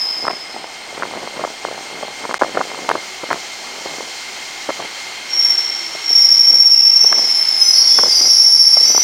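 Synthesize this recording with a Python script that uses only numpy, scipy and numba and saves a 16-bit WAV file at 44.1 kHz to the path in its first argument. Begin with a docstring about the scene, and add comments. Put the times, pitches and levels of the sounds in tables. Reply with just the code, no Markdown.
"""An electric commuter train rolls slowly towards the listener, braking into a roofed platform.
Rolling contact makes the running gear rumble, hiss and ring, and the motor hum falls with speed.
Brake friction drives wheel modes into squeals, which the hall's echoes smear into narrow bands.
Gusts buffet the microphone with dry pops, and three times the sound cuts out for an instant.
A limiter ducks everything under the loudest peaks."""
import sys
import numpy as np
from scipy import signal
from scipy.fft import rfft, irfft, next_fast_len
from scipy.io import wavfile
from scipy.ndimage import uniform_filter1d, minimum_filter1d
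from numba import njit

SR = 44100
rng = np.random.default_rng(int(sys.argv[2]) if len(sys.argv) > 2 else 0)


def to_wav(s):
    """Save 16-bit WAV."""
    ch = np.atleast_2d(s).T  # columns
    pcm = np.round(np.clip(ch, -1, 1) * 32767)  # PCM
    wavfile.write(sys.argv[1], SR, pcm.astype(np.int16))


N = 398223
TIME = np.arange(N) / SR
FREQS = np.maximum(np.arange(N // 2 + 1) * SR / N, 1)

# relative levels of the train's broadband noises: time_s, gear_db, rumble_db, hiss_db
TRAIN_LEVELS = [(0.0, -34.5, -37, -39), (0.63, -35.5, -38.5, -42), (1.03, -34.5, -38, -40),
                (4.07, -32.5, -38, -33), (5.61, -30.5, -39.5, -35.5), (6.1, -32, -40, -33.5),
                (6.79, -37.5, -43.5, -38.5), (7.34, -31.5, -38, -33), (8.22, -34.5, -40.5, -30.5),
                (8.55, -39, -42, -36), (9.03, -31.5, -38, -30.5)]
# spectral shapes of running gear, rumble and brake hiss: frequency_hz, density_db
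GEAR_SPECTRUM = [(900, -5), (1300, -1.5), (1900, -1), (2350, 0.5), (2700, -0.5), (3700, -4), (4400, -0.5),
                 (5500, -13.5)]
RUMBLE_SPECTRUM = [(25, -20), (100, -19.5), (200, -9.5), (350, -4.5), (550, -6), (800, 2), (1100, -5),
                   (1500, -9.5), (2500, -15.5)]
HISS_SPECTRUM = [(2800, -8.5), (4300, 3), (5500, 4), (6800, 1.5), (7600, -2.5), (7950, -10.5), (8600, -7),
                 (10000, -17.5), (12000, -21), (15500, -18)]
# resonances of the running gear: pitch_hz, width_hz, relative_db
GEAR_MODES = [(2122, 56, -4), (3165, 98, -8.5), (4226, 43, -10.5), (8400, 180, -23)]
# electrical whistle fading under the train: time_s, level_db
WHISTLE_LEVELS = [(0, -51.5), (2.5, -51.5), (5.5, -64)]
# brake squeals, one wheel mode each: start_s, end_s, pitch_hz, level_db
WHEEL_SQUEALS = [(-.2, 0.053, 5264, -21.5), (-.2, 0.082, 5066, -22.5), (5.319, 5.47, 5500, -11.5),
                 (6.068, 7.053, 5488, -8), (6.124, 6.293, 5180, -20), (6.65, 6.833, 5130, -23),
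                 (6.682, 6.957, 2745, -41), (6.957, 7.045, 5970, -21), (7.156, 7.252, 5180, -19.5),
                 (7.266, 7.533, 5295, -15), (7.557, 7.767, 5160, -11), (7.604, 7.678, 5950, -17.5),
                 (7.728, 7.968, 5536, -11), (7.723, 7.85, 4520, -23.5), (7.849, 8.261, 5204, -15.5),
                 (7.889, 7.934, 3450, -31), (7.93, 8.72, 5930, -26.5), (8.084, 8.195, 4780, -14.5),
                 (8.095, 8.238, 5000, -21.5), (7.907, 8.64, 6190, -34.5), (8.125, 8.294, 5740, -17.5),
                 (8.261, 8.808, 5482, -8.5), (8.335, 8.678, 5265, -16.5), (8.52, 8.94, 4790, -23),
                 (8.844, 9.004, 5910, -13)]
# distinct wind pops, before clipping and low cut: start_s, peak_db, length_ms
WIND_POPS = [(0.253, -7, 0.73), (0.282, -1, 1.45), (0.307, -9, 1.54), (0.566, -16, 0.93), (0.643, -14, 1.1),
             (1.024, -5, 1.06), (1.034, -6.5, 1.23), (1.275, -12, 0.76), (1.44, -6, .9), (1.45, -7.5, 1.2),
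             (1.651, -3, 1), (2.032, -11.5, 1.83), (2.253, -7.5, 1.17), (2.312, -5.5, .7), (2.343, 3.5, .6),
             (2.419, -0.5, 2.94), (2.435, 0.5, 0.71), (2.575, -2.5, 1.2), (2.613, -2, 1.24),
             (2.747, -15, 1.4), (2.892, 4, 1.4), (2.901, -3, .8), (2.915, 2, 1.2), (2.955, -7.5, 1.7),
             (3.237, -13, 2), (3.314, 0, 1.5), (3.33, 4.5, 0.58), (3.861, -14, 1.86), (4.008, -12, 0.92),
             (4.694, -5, 1.585), (4.704, -8.5, 1.47), (4.797, -16, 2.6), (5.953, -19, 1.21),
             (6.107, -22, 2.2), (7.046, -14.5, 2.1), (7.128, 4, 1), (7.192, -14.5, 1.26), (7.99, -4.5, 1.8),
             (8.037, -8.5, 1.5), (8.772, -10, 0.85), (8.949, -9.5, 1.2), (8.979, -6, 1.05)]
# gusts at the microphone: centre_s, half_length_s, relative_db
WIND_GUSTS = [(0.27, 0.051, -25.5), (0.571, 0.075, -39.5), (1.039, 0.081, -30.5), (1.186, 0.066, -29),
              (1.427, 0.064, -27.5), (1.72, 0.062, -31.5), (1.994, 0.095, -33), (2.292, 0.055, -26.5),
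              (2.452, .034, -26), (2.585, 0.031, -19), (2.788, 0.12, -31.5), (2.934, 0.038, -26.5),
              (3.333, .035, -24.5), (3.898, 0.15, -37), (4.697, .008, -24.5), (4.821, 0.027, -28),
              (6.54, 0.041, -35), (7.188, .07, -31.5), (8.046, .05, -26), (8.235, 0.05, -29),
              (8.922, 0.11, -35.5)]
# spectral shape of the buffeting: frequency_hz, density_db
BUFFET_SPECTRUM = [(30, -38), (80, -17), (150, -8), (280, -2), (500, 1), (800, -2), (1200, -9), (1800, -11),
                   (2800, -22), (5000, -55)]
# instants when the sound cuts out in a hard gust: centre_s, length_s
GUST_DROPOUTS = [(0.291, 0.0066), (2.334, 0.0053), (2.387, 0.012)]
# traction motor hum, steady at first, then falling with speed: time_s, pitch_hz, level_db
MOTOR_HUM = [(2.95, 370, -47), (3.5, 372.4, -54), (5.1, 375.5, -54), (5.65, 364, -47.5), (5.95, 323, -49.5),
             (6.7, 300, -56)]

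APPROACH_S = (6.1, 7.47)  # the wheels come from far to near; the pairs below are (far, near)
RISE_S, HALL_T60_S, OCTAVE_DB, SQUEAL_WIDTH_HZ = (.022, .01), (1.5, 1.1), (-34.5, -22), (125, 106)


def undb(db):
    """Decibels to amplitude ratio."""
    return 10 ** (np.asarray(db) / 20)


def unit(x):
    """Normalisation to rms 1."""
    return x / np.sqrt(np.mean(np.abs(x) ** 2))


def curves(table):
    """Linear interpolation of each column to one value per sample."""
    times, *columns = np.transpose(table)
    return [np.interp(TIME, times, column) for column in columns]


def colour(x, spectrum):
    """Spectral shaping by (Hz, dB) points, rolling off beyond both ends; rms 1."""
    hz, db = np.transpose(spectrum)
    skirt = 1 / (1 + (FREQS / hz[-1] / 1.5) ** 4) / (1 + (hz[0] / FREQS / 2) ** 2)
    return unit(irfft(rfft(x) * skirt * undb(np.interp(np.log(FREQS), np.log(hz), db)), N))


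def noise():
    """Gaussian white noise."""
    return rng.standard_normal(N)


def drift(rate_hz):
    """Low-passed noise gives a smooth random fluctuation; rms 1."""
    return unit(irfft(rfft(noise()) / (1 + (FREQS / rate_hz) ** 4), N))


def echo_envelope(width_hz, size=N, skirt=1.9):
    """Superposition: many echoes of a wavering tone sum to a random amplitude and phase."""
    hz = np.fft.fftfreq(next_fast_len(size), 1 / SR)
    echoes = rng.standard_normal(len(hz)) + 1j * rng.standard_normal(len(hz))
    line_shape = (1 + 3 * (hz / width_hz) ** 2 / skirt) ** -skirt
    return unit(np.fft.ifft(echoes * line_shape)[:size])


def band(hz, width_hz):
    """Random modulation broadens a tone into a narrow band; rms 1."""
    phase = 2 * np.pi * np.cumsum(hz + np.zeros(N)) / SR
    return unit(np.real(echo_envelope(width_hz, skirt=0.48) * np.exp(1j * phase)))


def rolling():
    """Forced vibration: rolling and friction excite gear noise, resonances, rumble and brake hiss."""
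    gear_db, rumble_db, hiss_db = curves(TRAIN_LEVELS)
    ringing = sum(undb(db) * band(hz, width_hz) for hz, width_hz, db in GEAR_MODES)
    gear = (undb(-2) * colour(noise(), GEAR_SPECTRUM) + ringing) * undb(gear_db + .5 * drift(9))
    rumble = colour(noise(), RUMBLE_SPECTRUM) * undb(rumble_db + 0.69 * drift(6.1))
    hiss = colour(noise(), HISS_SPECTRUM) * undb(hiss_db + drift(7.4))
    return gear + rumble + hiss


def whistle(pitch_hz=8275):
    """Masking: a thin electrical tone fades beneath the noise of the train."""
    level_db, = curves(WHISTLE_LEVELS)
    return band(pitch_hz, width_hz=45) * undb(level_db)


def squeal(t, start, end, hz, db, sag_hz=44.4, even_s=0.1, octave_fade_s=1):
    """Self-excited vibration: friction builds up a wheel mode, which sags in pitch and reverberates."""
    phase = 2 * np.pi * np.cumsum(hz + sag_hz * np.interp(t, [start, end], [.5, -.5])) / SR
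    # a nearer wheel gives more direct sound: a quicker onset, a shorter tail and a stronger octave
    rise_s, t60_s, octave_db, width_hz = (
        np.interp(start, APPROACH_S, pair) for pair in (RISE_S, HALL_T60_S, OCTAVE_DB, SQUEAL_WIDTH_HZ))
    swell = (1 + np.tanh((t - start - 1.23 * rise_s) / rise_s / 2)) / 2
    tail = np.exp(-np.log(1000) * np.maximum(t - end, 0) / t60_s)
    echoes = echo_envelope(width_hz, len(t))
    # the drive is steady, so the beats between echoes average out over a short time
    echoes /= np.sqrt(uniform_filter1d(np.abs(echoes) ** 2, int(even_s * SR)))
    # the octave is strongest at the onset; air absorption makes its tail die twice as fast
    octave_gain = undb(octave_db) * np.exp(-np.maximum(t - start, 0) / octave_fade_s) * tail
    octave = octave_gain * echo_envelope(2 * width_hz, len(t)) * np.exp(2j * phase)
    return np.sqrt(2) * np.real(echoes * np.exp(1j * phase) + octave) * undb(db) * swell * tail


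def brakes(lead_s=.2, span_s=2.4):
    """Modal superposition: wheel modes join in one after another as the train slows."""
    out = np.zeros(N + 3 * SR)
    for start, end, hz, db in WHEEL_SQUEALS:
        span = int(max(start - lead_s, 0) * SR) + np.arange(int(span_s * SR))
        out[span] += squeal(span / SR, start, end, hz, db)
    return out[:N]


def sizzle(squeals, follow_s=0.0016):
    """Amplitude modulation: a fine, wide hiss swells and flickers with the squeals' envelope."""
    envelope = np.sqrt(np.abs(uniform_filter1d(squeals ** 2, int(follow_s * SR))))
    spectrum = [(20, -1), (100, 2.5), (1000, -0.5), (6000, -13), (10000, 4), (16000, 1.5)]
    common = noise()
    gain = envelope * undb(-26 + 0.53 * drift(70))
    return gain * np.array([colour(noise() + 0.53 * common, spectrum) for _ in range(2)])


def air():
    """Decorrelation: a faint low murmur of air sounds wide because its two channels are independent."""
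    return undb(-63) * np.array([colour(noise(), [(20, 10), (70, -3), (300, -17)]) for _ in range(2)])


def pop(hz, length_ms, crack, width_cycles=0.41, edge_rise_ms=.04, edge_decay_ms=0.1):
    """Pressure transient: an eddy hits the microphone port with one sharp swing among weaker ones."""
    t = np.arange(-1024, 1024) / SR
    count = int(np.clip(np.round(2 * length_ms ** 1.5), 1, 12))
    out = 0
    for k, (when, size, pitch, angle) in enumerate(rng.standard_normal((12, 4))[:count]):
        cycles, gain = t * hz, 1
        if k > 0:  # the weaker swings scatter in time and pitch
            offset_s = np.tanh(when) * 2.1 * length_ms / 1e3
            cycles = (t - offset_s) * hz * np.exp(.3 * pitch - .22)
            gain = np.tanh(abs(size) + .5)
        envelope = gain / np.cosh(np.clip(cycles / width_cycles, -9, 9)) ** 2
        out = out + envelope * np.cos(2 * np.pi * cycles + np.pi * angle)
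    edge = np.tanh(t * 1e3 / edge_rise_ms) * np.exp(-np.abs(t) * 1e3 / edge_decay_ms)
    out = out / np.abs(out).max() + crack * edge * np.sign(np.sum(out * edge))
    return out / np.abs(out).max()


def soft_pops(per_s=24, above_gust_db=13.5, scatter_db=5, typical_ms=0.99):
    """Turbulence is intermittent: each gust throws weaker pops at uneven times; rows as in WIND_POPS."""
    rows = []
    for centre_s, half_s, db in WIND_GUSTS:
        count = int(np.clip(np.round(2 * half_s * per_s), 1, 20))
        for k, (when, size, length) in enumerate(rng.uniform(-1.1, 1, (20, 3))[:count]):
            start_s = centre_s + half_s * ((2 * k + 1 + when) / count - 1)  # one per equal slot
            rows.append((start_s, db + above_gust_db + scatter_db * size, typical_ms * 2 ** (length / 2)))
    return rows


def wind_pops(pitch_at_0db_hz=1160, db_per_octave=22, low_cut_hz=270):
    """Saturation: the hardest pops flatten at the capsule's limit; the low cut thins them all."""
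    margin = 1024  # half a pop, in samples
    pops = np.zeros(N + 2 * margin)
    for start_s, db, length_ms in WIND_POPS + soft_pops():
        start, peak = int(np.clip(start_s * SR, 0, N - 1)), undb(db)
        # a harder pop is higher and has a steeper edge
        hz = pitch_at_0db_hz * 2 ** (db / db_per_octave)
        crack = .3 * min(peak, 1.5) ** 3
        pops[start:start + 2 * margin] += peak * pop(hz, length_ms, crack)
    low_cut = signal.butter(2, low_cut_hz, "highpass", fs=SR, output="sos")
    return signal.sosfilt(low_cut, np.clip(pops[margin:-margin], -1, 1))


def wind_flutter(eddies_per_s=450, scatter_db=6):
    """Shot noise: small eddies strike at random, merging into a flutter that swells with each gust."""
    power = sum(undb(2 * db) * np.exp(-((TIME - centre_s) / half_s) ** 2)
                for centre_s, half_s, db in WIND_GUSTS)
    strikes = (rng.random(N) < eddies_per_s / SR) * np.sign(noise())
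    eddies = strikes * undb(scatter_db * np.clip(noise(), -2, 2))
    return undb(-2) * np.sqrt(power) * colour(eddies, BUFFET_SPECTRUM)


def motor(fade_s=0.033):
    """Pitch follows rotation speed: the traction motors' hum holds, then falls as the train slows."""
    pitch_hz, level_db = curves(MOTOR_HUM)
    inside_s = np.minimum(TIME - MOTOR_HUM[0][0], MOTOR_HUM[-1][0] - TIME)
    gate = np.clip(1 + inside_s / fade_s, 0, 1)
    return band(pitch_hz, width_hz=4.9) * undb(level_db) * gate


def scene():
    """Sound pressures add: train and wind are centred; only the sizzle and the air are wide."""
    squeals = brakes()
    return air() + rolling() + motor() + whistle() + squeals + wind_pops() + wind_flutter() + sizzle(squeals)


@njit
def follow_peaks(x, release):
    """Envelope detection: instant attack, exponential release."""
    out, held = np.empty(len(x)), 0.
    for i in range(len(x)):
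        held = max(x[i], held * (1 - release))
        out[i] = held
    return out


def record(dry, ceiling=.98, release_s=.015, top_hz=15800):
    """Look-ahead limiting holds the peaks; the sound cuts out for instants; a low-pass cuts the top."""
    dropouts = sum(np.exp(-np.minimum(np.abs(2 * (TIME - centre_s) / length_s), 2) ** 8)
                   for centre_s, length_s in GUST_DROPOUTS)
    peak = follow_peaks(np.abs(dry).max(axis=0), 1 / (release_s * SR))
    gain = np.minimum(1, ceiling / (peak + 1e-9))
    gain = uniform_filter1d(minimum_filter1d(gain, size=64), size=64)  # ducks just ahead of a peak
    low_pass = signal.ellip(10, .1, 70, top_hz, fs=SR, output="sos")
    return signal.sosfilt(low_pass, dry * gain * (1 - dropouts))


dry = scene()
out = record(dry)
to_wav(out)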